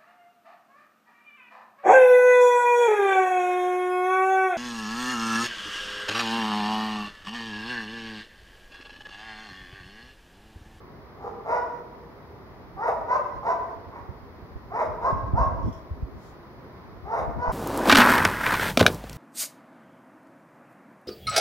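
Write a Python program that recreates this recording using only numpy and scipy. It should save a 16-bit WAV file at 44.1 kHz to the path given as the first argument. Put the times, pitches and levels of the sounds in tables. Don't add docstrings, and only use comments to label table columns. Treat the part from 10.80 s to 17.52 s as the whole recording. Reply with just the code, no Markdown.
import sys
import numpy as np
from scipy import signal
from scipy.fft import rfft, irfft, next_fast_len
from scipy.io import wavfile
from scipy.ndimage import map_coordinates

SR = 44100
rng = np.random.default_rng(int(sys.argv[2]) if len(sys.argv) > 2 else 0)


def master(y):
    cut = np.clip(np.atleast_2d(y).T, -1, 1)
    pcm = np.round(cut * 32767)
    wavfile.write(sys.argv[1], SR, pcm.astype(np.int16))


N = 296352

# t/s, attack/s, hold/s, top pitch/Hz, scoop up to it/fraction, tone/dB,
# rasp/dB, break from tone to rasp/dB, mouth resonance/Hz, its level in the rasp/dB, lift near 2 kHz/dB
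BARKS = [ (.386, .062, .03, 399.4, 0.01, -38.5, -35.5, 2, 450, -2.5, -3.5),
         (.656, 0.0545, 0.0757, 488, .12, -27, -30, -2.5, 657, -3, 3),
         (1.975, 0.066, 0.049, 498, 0.24, -23, -21.5, 12, 702, -4, 3.5),
         (2.276, 0.045, 0.043, 524.3, 0.13, -19.5, -26.5, 3, 615, -1, 1.5),
         (2.633, .036, 0.057, 503, 0.22, -24, -28.5, -1.5, 695, 0, 2),
         (3.911, 0.049, 0.066, 516, 0.34, -26, -24.5, 8, 682, 0, 6),
         (4.216, .037, .04, 540.3, .18, -22.5, -27.5, 0.5, 654, -1, -2),
         (4.546, .036, .054, 544, 0.29, -22.5, -29, 1.5, 688, 2, -2.5),
         (6.261, 0.063, 0.068, 480.4, 0.21, -25, -24, 10, 713, -2.5, 2.5),
         (6.586, 0.044, .1, 490.4, 0.01, -23, -27, 8, 648, 0, -0.5), ]
FAR_BARKS = [(3.11, 0.049, 0.03, 483, 0.086, -49, -41, 0.64, 1080, -3.1, 8.3)]


def dog(barks):
    track = np.zeros((2, N))
    for row in barks:
        start, voice = bark(row)
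        add(track, start, rooftop(voice))
    return track


RELEASE_S = .032


def effort(t, attack, hold, top_hz, scoop, tone_db, rasp_db, break_db,
           onset_db=20, release_db=24, glide_lag_s=.039, sag_hz_per_s=950):
    late = np.maximum(t - attack - hold, 0)
    push_db = -onset_db * np.maximum(1 - t / attack, 0) ** .86 - release_db * late / RELEASE_S
    broken = np.clip((t - attack) / hold, 0, 1)
    glide_left = np.clip(1 - t / (attack + glide_lag_s), 0, 1) ** 1.4
    pitch = top_hz * (1 - scoop * glide_left) - sag_hz_per_s * late
    return pitch, tone_db + push_db - break_db * broken, rasp_db + .6 * push_db - break_db * (1 - broken)


# f/Hz, relative level/dB
THROAT = [(250, -43.5), (400, -10.5), (520, -22), (750, 1), (970, -3.5), (1120, -3), (1350, -13),
          (1600, -21.5), (1950, -26.5), (2250, -40.5), (2800, -40), (3300, -59.5), (5400, -43), (8000, -68)]
# f/Hz, relative level/dB
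RASP = [(150, -49), (300, -21.5), (470, -2), (600, -6.5), (850, 0), (1280, -7), (1650, -20.5), (2080, -20),
        (3150, -48), (3800, -35.5), (4400, -54.5), (5000, -39.5), (7300, -46.5), (8500, -55.5),
        (10500, -47), (15500, -66.5)]


def bark(row, edge_s=.016, jitter=.044, flutter_hz=185, flutter=.46, shimmer_db=3.03, ring_width_hz=100):
    start, attack, hold, *voicing, mouth_hz, mouth_db, bright_db = row
    t = np.arange(-edge_s, attack + hold + RELEASE_S + edge_s, 1 / SR)
    size = len(t)
    pitch, tone_db, rasp_db = effort(t, attack, hold, *voicing)
    rough = 1 / (1 + amp(tone_db - rasp_db)) + .15 * np.exp(-(t - t[0]) / .07)
    phase = 2 * np.pi * np.cumsum(pitch * (1 + jitter * rough * wobble(299, size))) / SR
    harmonic = lambda k: amp(along(THROAT, k * pitch) + shimmer_db * wobble(140, size)) * np.sin(k * phase)
    tone = unit(sum(harmonic(k) for k in range(1, 15)))
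    flap = np.sin(2 * np.pi * np.cumsum(flutter_hz * (1 + .156 * wobble(89.3, size))) / SR)
    tone *= 1 + flutter * rough * flap
    puffs = (1 + .55 * np.cos(phase)) * (1 + .5 * flap) * amp(1.2 * wobble(120, size))
    rasp = coloured(puffs * rng.standard_normal(size), RASP)
    swing = np.linspace(-1, 1, size)
    jaw = 1 - .0974 * swing ** 2 - .0816 * swing
    ring = wobble(ring_width_hz, size) + 1j * wobble(ring_width_hz, size)
    ring *= np.exp(2j * np.pi * np.cumsum(mouth_hz * jaw) / SR)
    rasp = unit(rasp + amp(mouth_db) * unit(ring.real))
    gate = np.clip(np.minimum(t - t[0], t[-1] - t) / edge_s, 0, 1)
    voice = gate * (amp(tone_db) * tone + amp(rasp_db) * rasp)
    lift = [(1500, .014), (1900, bright_db), (2300, bright_db), (3000, 0)]
    return start + t[0], filtered(voice, lambda hz: amp(along(lift, hz)))


# delay/s, level/dB
WALLS = [(.013, -7.5), (.034, -7), (.062, -21), (.098, -21.5), (.128, -14.5), (.21, -16)]
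# f/Hz, time to fall 60 dB/s
YARD_RING = [(200, 3.5), (600, 0.79), (1100, 0.9), (2000, 0.72), (5000, 0.48), (12000, 0.48)]
# f/Hz, gain/dB
ECHO_COLOUR = [(1200, -0.5), (2200, -3), (5000, 1), (12000, -3)]


def rooftop(voice, left_lead_s=.00017, direct_db=-.5, tail_db=-6, build_s=.03, scatter_s=.0081):
    hz, age, noise = signal.stft(rng.standard_normal((2, SR)), SR, nperseg=256)
    decay = amp(-60 * age / along(YARD_RING, hz)[:, None])
    tail = signal.istft(noise * decay * (1 - np.exp(-age / build_s)), SR, nperseg=256)[1]
    answer = amp(tail_db) * tail / np.linalg.norm(tail[0])
    t = np.arange(SR // 40) / SR
    for delay, db in WALLS:
        smear = rng.standard_normal((2, len(t))) * np.exp(-t / scatter_s)
        add(answer, delay, amp(db) * smear / np.linalg.norm(smear[0]))
    echoes = signal.fftconvolve(voice[None], answer, axes=1)
    echoes = ports(echoes, [(200, 1), (620, .65), (1050, .17), (2000, .64), (4000, .58)])
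    out = filtered(echoes, lambda f: amp(along(ECHO_COLOUR, f)))
    direct = filtered(voice, lambda f: np.exp(1j * np.pi * f * left_lead_s * np.array([[1], [-1]])))
    add(out, 0, amp(direct_db) * direct)
    return out


# crest t/s, level/dB, rise/s, fall/s
GUSTS = [(2.5, -52, 0.79, 2.5), (4.58, -32, 0.38, 0.25), (4.859, -26.5, 0.066, 0.043),
         (5.28, -40, 0.14, .11), (6.65, -36, 0.42, 0.37)]


def gusts(calm_db=-63.5):
    t = np.arange(N) / SR
    return amp(calm_db) + sum(amp(db) * np.exp(-((t - crest) / np.where(t < crest, rise, fall)) ** 2)
                              for crest, db, rise, fall in GUSTS)


# f/Hz, relative level/dB
BUFFET = [(20, -28), (55, 0), (100, -5.5), (170, -14.5), (300, -13), (600, -38), (1500, -60), (4000, -87.5)]
# t/s, peak level/dB, f/Hz, left minus right/dB
EDDIES = [(3.288, -28.5, 79.5, -5), (3.754, -30, 70, -4), (4.324, -20, 88.4, -4), (4.437, -24, 88.6, -1),
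          (4.534, -11.5, 95, -2), (4.605, -14.5, 65.8, 2), (4.664, -23, 67.7, -5), (4.842, -28, 69.2, 16),
          (4.875, -20.5, 108, -0.5), (5.108, -23.5, 59.3, 0.5), (5.224, -20.5, 68.5, -0.5),
          (6.68, -22, 64.5, -4)]


def wind(lumps_db=5.5, thump_cycles=1.13):
    lumps = amp(lumps_db * np.array([wobble(35, N), wobble(35, N)]))
    out = gusts() * unit(lumps * coloured(rng.standard_normal((2, N)), BUFFET))
    t = np.arange(SR // 8) / SR
    for start, db, hz, pan_db in EDDIES:
        age = 2 * t * hz / thump_cycles
        turns = [rng.random() + np.cumsum(hz * np.exp(.41 * wobble(145, len(t)))) / SR for _ in range(2)]
        thump = age * np.exp(1 - age) * np.sin(2 * np.pi * np.array(turns))
        add(out, start, amp(db) * pan(pan_db) * thump)
    return out


# t/s, peak level/dB
TICKS = [(4.829, -57), (4.855, -53), (4.88, -52), (4.927, -47), (4.949, -57), (4.976, -54.5)]
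# f/Hz, width/Hz, relative level/dB
RATTLE_MODES = [(3300, 210, 8.5), (5500, 300, 11), (7000, 200, -1), (9700, 580, -12.5)]


def rattle(decay_s=.037, broadband=.03):
    out = np.zeros((2, N))
    t = np.arange(SR // 10) / SR
    body = lambda f: broadband + sum(amp(db) * 1j * f * width / (hz * hz - f * f + 1j * f * width)
                                     for hz, width, db in RATTLE_MODES)
    for start, db in TICKS:
        tick = filtered(rng.standard_normal((2, len(t))), body) * np.exp(-t / decay_s)
        add(out, start, amp(db) * tick / np.abs(tick).max())
    return out


# crest t/s, level/dB, half length/s
SWISHES = [(5.461, -64.5, 0.073)]
# f/Hz, relative level/dB
SWISH_COLOUR = [(1500, -22), (4000, -2), (7500, -3.5), (11000, -11), (15000, -16.5)]


def swish(pan_db=5):
    t = np.arange(N) / SR
    swell = sum(amp(db) * np.exp(-((t - crest) / half) ** 2) for crest, db, half in SWISHES)
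    return pan(pan_db) * swell * coloured(rng.standard_normal((2, N)), SWISH_COLOUR)


# f/Hz, relative level/dB
TOWN_COLOUR = [(15, -35.5), (25, -22), (59, -5.5), (313, -12.5), (349, -10.5), (410, -10), (445, -14.5),
               (826, -17.5), (1020, -15.5), (1660, -26), (1950, -25), (2770, -38), (5010, -38.5),
               (7500, -56), (15500, -47)]
# f/Hz, correlation
TOWN_LIKENESS = [(60, 0.69), (240, 0.91), (950, 0.59), (3770, -0.4), (15000, 0.22)]


def town(level_db=-46, waver_db=.5, hiss_db=-46):
    air = unit(ports(coloured(rng.standard_normal((2, N)), TOWN_COLOUR), TOWN_LIKENESS))
    low = filtered(air, lambda hz: 1 / (1 + (hz / 6500) ** 4))
    rumble = filtered(air, lambda hz: 1 / (1 + (hz / 600) ** 4))
    murmur, hiss = low - rumble, air - low
    drift = lambda: amp(level_db + waver_db * wobble(5.5, N))
    return drift() * rumble + drift() * murmur + amp(hiss_db) * hiss


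def ports(pair, likeness):
    turn = lambda hz: np.arccos(np.clip(along(likeness, hz), -1, 1)) / 2
    mid, side = filtered(pair, lambda hz: np.array([np.cos(turn(hz)), np.sin(turn(hz))]))
    return np.array([mid + side, mid - side])


def pan(db):
    return amp(db * np.array([[.5], [-.5]]))


def amp(db):
    return 10 ** (np.asarray(db) / 20)


def unit(x):
    return x / np.sqrt(np.mean(x ** 2) + 1e-20)


def along(points, hz):
    f, values = np.transpose(points)
    return np.interp(np.log(hz + 1), np.log(f + 1), values)


def wobble(rate, size):
    knots = rng.standard_normal(int(size * rate / SR) + 4)
    return map_coordinates(knots, [np.arange(size) * rate / SR])


def filtered(x, response, pad=2048):
    padded = np.pad(x, [(0, 0)] * (x.ndim - 1) + [(pad, pad)], mode="reflect")
    size = next_fast_len(padded.shape[-1])
    spectrum = rfft(padded, size) * response(np.fft.rfftfreq(size, 1 / SR))
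    return irfft(spectrum, size)[..., pad:pad + x.shape[-1]]


def coloured(x, spectrum):
    return unit(filtered(x, lambda hz: amp(along(spectrum, hz))))


def add(track, start_s, x):
    part = track[..., max(round(start_s * SR), 0):][..., :x.shape[-1]]
    part += x[..., :part.shape[-1]]


# f/Hz, left minus right/dB
PORT_BALANCE = [(50, -1.5), (150, 2.5), (380, -2.5), (700, 1.5), (1300, -2.5), (2400, 2.5), (4500, 3),
                (12000, -0.5)]


def scene():
    sound = dog(BARKS) + dog(FAR_BARKS) + town() + wind() + rattle() + swish()
    return filtered(sound, lambda hz: pan(along(PORT_BALANCE, hz)))


def record(dry, fade_s=.003, notch_hz=8400, notch_width_hz=750, notch_db=-10, top_hz=15750):
    fade = np.clip(np.minimum(np.arange(N), np.arange(N)[::-1]) / (fade_s * SR), 0, 1)
    notch = lambda hz: amp(notch_db * np.exp(-((hz - notch_hz) / notch_width_hz) ** 2))
    return filtered(dry * fade, lambda hz: notch(hz) * (hz < top_hz))


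dry = scene()
out = record(dry)
master(out)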